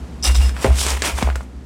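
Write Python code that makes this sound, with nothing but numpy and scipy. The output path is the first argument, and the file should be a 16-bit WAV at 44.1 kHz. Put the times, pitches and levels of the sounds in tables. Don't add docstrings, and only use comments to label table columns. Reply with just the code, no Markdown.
import sys
import numpy as np
from scipy import signal
from scipy.fft import rfft, irfft, next_fast_len
from scipy.io import wavfile
from scipy.ndimage import uniform_filter1d

SR = 44100
rng = np.random.default_rng(int(sys.argv[2]) if len(sys.argv) > 2 else 0)


def unload_audio(sound):
    columns = np.transpose(np.atleast_2d(sound))
    steps = np.round(np.clip(columns, -1, 1) * 32767)
    wavfile.write(sys.argv[1], SR, steps.astype(np.int16))


N = 72765



def undb(db):
    return 10 ** (np.asarray(db) / 20)


def unit(x):
    return x / np.sqrt(np.mean(x ** 2))


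def since(start):
    return np.maximum(np.arange(N) / SR - start, 0)


def fade(t, ring_s):
    return (t > 0) * np.exp(-np.log(1000) * t / ring_s)


def colour(x, points):
    size = 2 * next_fast_len(N // 2 + 4096)
    hz, db = np.array(points, float).T
    log_hz = np.log(np.fft.rfftfreq(size, 1 / SR) + 1)
    gain = undb(np.interp(log_hz, np.log(hz), db))
    cepstrum = irfft(np.log(unit(gain)))
    cepstrum[1:size // 2] *= 2
    cepstrum[size // 2 + 1:] = 0
    return irfft(rfft(x, size) * np.exp(rfft(cepstrum)))[:N]


def walk(rate):
    k = max(int(SR / rate), 2)
    smooth = uniform_filter1d(rng.standard_normal(N), k, mode="wrap")
    return unit(uniform_filter1d(smooth, k, mode="wrap"))


def ring(modes, t):
    return sum(undb(db) * fade(t, ring_s) * np.sin(2 * np.pi * hz * t) for hz, db, ring_s in modes)


def band(x, hz, q):
    return signal.lfilter(*signal.iirpeak(hz, max(q, .5), fs=SR), x)


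ROOM_DB, ROOM_FALL_DB_PER_S = -36, 3.5
HUM_HZ, HUM_DB = 120.1, -43.5
# frequency in Hz, relative level in dB per Hz.
ROOM_COLOUR = [(100, -9.5), (170, -0.5), (240, 0.5), (320, -10.5), (420, -10), (550, -16), (900, -18.5),
               (1800, -26.5), (4000, -32.5), (8000, -36.5), (11000, -43.5), (16000, -57)]


def room():
    t = since(0)
    noise = unit(colour(rng.standard_normal(N), ROOM_COLOUR))
    air = undb(ROOM_DB - ROOM_FALL_DB_PER_S * t) * noise
    return air + undb(HUM_DB) * np.sin(2 * np.pi * HUM_HZ * t)


BOOM_HZ, BOOM_RISE_S = 65.85, 0.054
BOOM_WAVER, BOOM_WAVER_HZ = 0.023, 24.4
RUMBLE_DB = -14
# start in seconds, level in dB, ring time in seconds.
SHOVES = [(-0.02, -24, 0.21), (0.09, -27.5, 0.23), (0.175, -25.5, 0.63), (0.25, -8, 0.63),
          (0.358, -7.5, 0.39), (0.44, -25, 0.43), (0.66, -4.5, 0.25), (0.759, -21.5, 0.083),
          (0.825, -17.5, 0.25), (0.883, -18.5, 0.78), (1.103, -18.5, 0.27), (1.213, -12, 0.21),
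          (1.25, -18, 0.68), (1.31, -26, 0.053), (1.51, -32, 0.75)]
# frequency in Hz, relative level in dB per Hz.
RUMBLE_COLOUR = [(20, -33), (32, -2), (42, 17), (55, 34), (80, 2), (110, -21), (200, -65)]


def counter():
    swing = np.zeros(N)
    for s, db, ring_s in SHOVES:
        rise = np.sin(np.pi / 2 * np.minimum(since(s) / BOOM_RISE_S, 1)) ** 2
        fall = np.exp(-np.log(1000) * since(s + BOOM_RISE_S) / ring_s)
        swing += undb(db) * rise * fall
    pitch = BOOM_HZ * (1 + BOOM_WAVER * walk(BOOM_WAVER_HZ))
    boom = np.sin(2 * np.pi * np.cumsum(pitch) / SR)
    rumble = unit(colour(rng.standard_normal(N), RUMBLE_COLOUR))
    return swing * (boom + undb(RUMBLE_DB) * rumble)


CRACK_DB, CRACK_RING_S = -28.5, 0.0034
SPRAY_DB, SPRAY_RING_S = -25, 0.066
# start in seconds, level in dB, brightness tilt in dB per octave.
TICKS = [(0.348, -5.5, 6), (0.494, -9.5, -1.5), (0.566, -6.5, -5.5), (0.6445, 4, -4.5), (0.7045, -15, -9),
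         (0.787, -6.5, -1), (0.815, -7, -8.5), (0.866, 1.5, 4), (0.885, -3, 2.5), (0.905, 0.5, 4),
         (0.973, -28, -17), (1.0211, 4, 1.5), (1.024, 0, 1), (1.061, -15, 1), (1.2267, 0, -1),
         (1.3012, -4.5, -7), (1.3565, -5, -5.5), (1.3585, -11.5, 12.5), (1.362, -34, 15),
         (1.4075, -29, -10)]
# frequency in Hz, relative level in dB per Hz.
TICK_COLOUR = [(150, -20.5), (500, -11.5), (1400, 10), (2800, 4), (4500, 2), (6500, -2), (8300, 0.5),
               (10000, -15.5), (16000, -30)]


def ticks():
    out = np.zeros(N)
    for s, db, tilt in TICKS:
        t = since(s)
        snap = np.diff((t > 0) * 1., prepend=0)
        strength = undb(CRACK_DB) * fade(t, CRACK_RING_S) + undb(SPRAY_DB) * fade(t, SPRAY_RING_S)
        debris = rng.standard_normal(N) * strength
        tilted = [(hz, level + tilt * np.log2(hz)) for hz, level in TICK_COLOUR]
        out += undb(db) * colour(snap + debris, tilted)
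    return out


PUSH_PEAK_S, PUSH_DB = 0.0012, 12
THUD_DB, THUD_RING_S = -2, 0.056
CONTACT_Q = 1.64
# frequency in Hz, relative level in dB, ring time in seconds
TUB = [(273, -6, .11), (395, -4, .1), (440, -7, .09), (519, -3, .15), (636, 0, .17), (724, -9, .1),
       (785, -7, .08), (855, -8, .08), (990, -8, .06), (1320, -11, .07), (1845, -9, .08), (2130, -8, .09)]
# start in seconds, level in dB, centre of the contact's energy in Hz,
# ring time in seconds of the fade caused by the hand's damping.
KNOCKS = [(0.6458, -9.5, 468, 0.4), (0.6515, -12.5, 654, 0.17), (0.659, -17, 645, 0.16),
          (0.6645, -25, 2050, 0.088), (0.674, -18, 564, 0.081), (0.705, -25, 820, 0.084),
          (0.851, -31, 336, 0.22), (0.865, -23, 344, 0.1), (1.0208, -23, 413, .05), (1.186, -20, 1060, .04),
          (1.2248, -14, 890, 0.027), (1.2745, -17, 795, 0.024), (1.289, -18, 865, 0.022),
          (1.359, -29.5, 540, 0.067), (1.4075, -28.5, 1260, .08)]
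# frequency in Hz, relative level in dB, ring time in seconds
BASE = [(117.3, -1, 0.53), (179, -7, 0.17), (220, 2, 0.099)]
# start in seconds, level in dB, ring time of the fade in seconds.
BUMPS = [(0.648, -16, 1), (1.228, -11, 0.03)]


def knocks():
    out = np.zeros(N)
    for s, db, hz, ring_s in KNOCKS:
        t = since(s)
        push = undb(PUSH_DB) * t / PUSH_PEAK_S * np.exp(1 - t / PUSH_PEAK_S)
        thud_noise = unit(band(rng.standard_normal(N), hz, CONTACT_Q))
        thud = undb(THUD_DB) * thud_noise * fade(t, THUD_RING_S)
        damped = (ring(TUB, t) + thud) * fade(t, ring_s)
        out += undb(db) * band(push + damped, hz, CONTACT_Q)
    for s, db, ring_s in BUMPS:
        t = since(s)
        out += undb(db) * ring(BASE, t) * fade(t, ring_s)
    return out


CLINK_Q = 4.5
# frequency in Hz, relative level in dB,
# ring time in seconds.
CUP = [(2798, -5, .25), (3700, -4, .11), (3947, -6, .06), (4950, -2, .035), (5196, 0, .17), (5232, -3, .08),
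       (5770, -1, .04), (5881, -2, .06), (6020, -2, .04), (7560, -2, .035), (7720, -4, .04),
       (7881, -4, .08), (8220, -4, .04), (9250, -2, .06), (9518, -7, .1), (10950, -5, .035),
       (13160, -15, .07), (14700, -11, .05)]
# start in seconds, level in dB, centre of the contact's energy in Hz.
CLINKS = [(0.2263, -26.5, 5600), (0.233, -21.5, 5570), (0.2412, -21.5, 5940), (0.2415, -17, 11200),
          (0.249, -19.5, 5300), (0.253, -21, 3730), (0.267, -20.5, 5940), (0.277, -18.5, 2760),
          (0.353, -20, 4100), (0.362, -28.5, 5360), (0.417, -24.5, 2700)]


def clinks():
    return sum(undb(db) * band(ring(CUP, since(s)), hz, CLINK_Q) for s, db, hz in CLINKS)


GRAINS_PER_S, GRAIN_SPREAD_DB = 7000, 2.5


def grains():
    present = rng.random(N) < GRAINS_PER_S / SR
    size = undb(GRAIN_SPREAD_DB * np.minimum(rng.exponential(size=N), 6))
    return unit(present * size * rng.choice([-1, 1], N))


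EDGE_S = 0.0078
SLIP_HZ, SLIP_DB = 182, 1
HISS_DB, CRUNCH_DB, CUP_RUB_DB = -1, -0.5, -3.5
EMPTY_HISS_DB = -1
BURIED_S, MUTING_S, MUTED_DB = 0.58, 0.22, -19
# time in seconds, level of the fine hiss in dB,
# level of the coarse crunch in dB, both before the overall trims.
ENTER = [(0.236, -32, -39), (0.248, -22, -23), (0.288, -23.5, -28.5), (0.298, -37, -26.5),
         (0.316, -31, -31), (0.332, -38, -52), (0.354, -35, -22.5), (0.366, -28.5, -40.5),
         (0.406, -38.5, -33.5), (0.422, -32.5, -33), (0.488, -36, -37), (0.532, -54.5, -51),
         (0.55, -49, -42)]
REACH = [(0.575, -43, -39), (0.599, -38, -33), (0.639, -29.5, -31.5), (0.65, -30.5, -27),
         (0.672, -34, -27.5)]
DIG = [(0.69, -38, -34.5), (0.724, -42, -35.5), (0.794, -20.5, -35.5), (0.814, -18, -31),
       (0.856, -27.5, -29.5), (0.902, -23, -24), (0.926, -28, -25.5), (0.964, -37, -34),
       (0.972, -35.5, -26), (0.988, -39, -44), (1.012, -40.5, -37)]
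FILL = [(1.036, -32, -24.5), (1.058, -21.5, -22), (1.096, -28, -22), (1.132, -41.5, -38),
        (1.158, -36.5, -38.5), (1.186, -30, -26.5), (1.2, -36, -35.5), (1.215, -32.5, -25)]
LIFT = [(1.241, -40.5, -35), (1.272, -44, -31.5), (1.315, -50, -43), (1.38, -52, -46.5), (1.43, -51.5, -53),
        (1.47, -75, -57)]
# frequency in Hz, relative level in dB per Hz.
HISS_COLOUR = [(1500, -35), (3000, 6.5), (4400, 3.5), (5800, 5.5), (6900, 3.5), (8200, 5), (9500, 3),
               (11000, -4), (13500, -9), (15800, -16.5)]
CRUNCH_COLOUR = [(120, -18), (330, 4), (600, 1.5), (1000, 3.5), (1500, -1), (2400, 1.5), (3400, -7),
                 (5000, -22.5), (9000, -23.5)]


def sugar():
    t = since(0)
    s, hiss_db, crunch_db = np.vstack([ENTER, REACH, DIG, FILL, LIFT]).T
    touching = np.clip(np.minimum(t - s[0], s[-1] - t) / EDGE_S + 1, 0, 1)
    contact = touching * undb(SLIP_DB * walk(SLIP_HZ))
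    fine = grains() * contact * undb(np.interp(t, s, hiss_db))
    coarse = grains() * contact * undb(np.interp(t, s, crunch_db))
    buried = np.clip((t - BURIED_S) / MUTING_S, 0, 1)
    hiss = undb(HISS_DB + EMPTY_HISS_DB * (1 - buried)) * colour(fine, HISS_COLOUR)
    crunch = undb(CRUNCH_DB) * colour(coarse, CRUNCH_COLOUR)
    steel = ring(CUP, t)
    rubbing = fine * undb(CUP_RUB_DB + MUTED_DB * buried)
    rubbed = signal.fftconvolve(rubbing, steel / np.linalg.norm(steel))[:N]
    return hiss + crunch + rubbed


KITCHEN_RING_S, KITCHEN_DB, KITCHEN_DELAY_S = 0.23, -13, 0.015


def scene():
    near = sugar() + clinks() + knocks() + ticks()
    walls = rng.standard_normal(N) * fade(since(KITCHEN_DELAY_S), KITCHEN_RING_S)
    echo = signal.fftconvolve(near, walls / np.linalg.norm(walls))[:N]
    return (near + undb(KITCHEN_DB) * echo + counter() + room())[None]


LOW_CUT_HZ, TOP_HZ = 34, 15900


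def record(dry):
    low_cut = signal.butter(4, LOW_CUT_HZ, "high", fs=SR, output="sos")
    top_cut = signal.ellip(10, .2, 80, TOP_HZ, fs=SR, output="sos")
    lean = signal.sosfilt(low_cut, dry)
    return signal.sosfilt(top_cut, np.clip(lean, -1, 1))


dry = scene()
out = record(dry)
unload_audio(out)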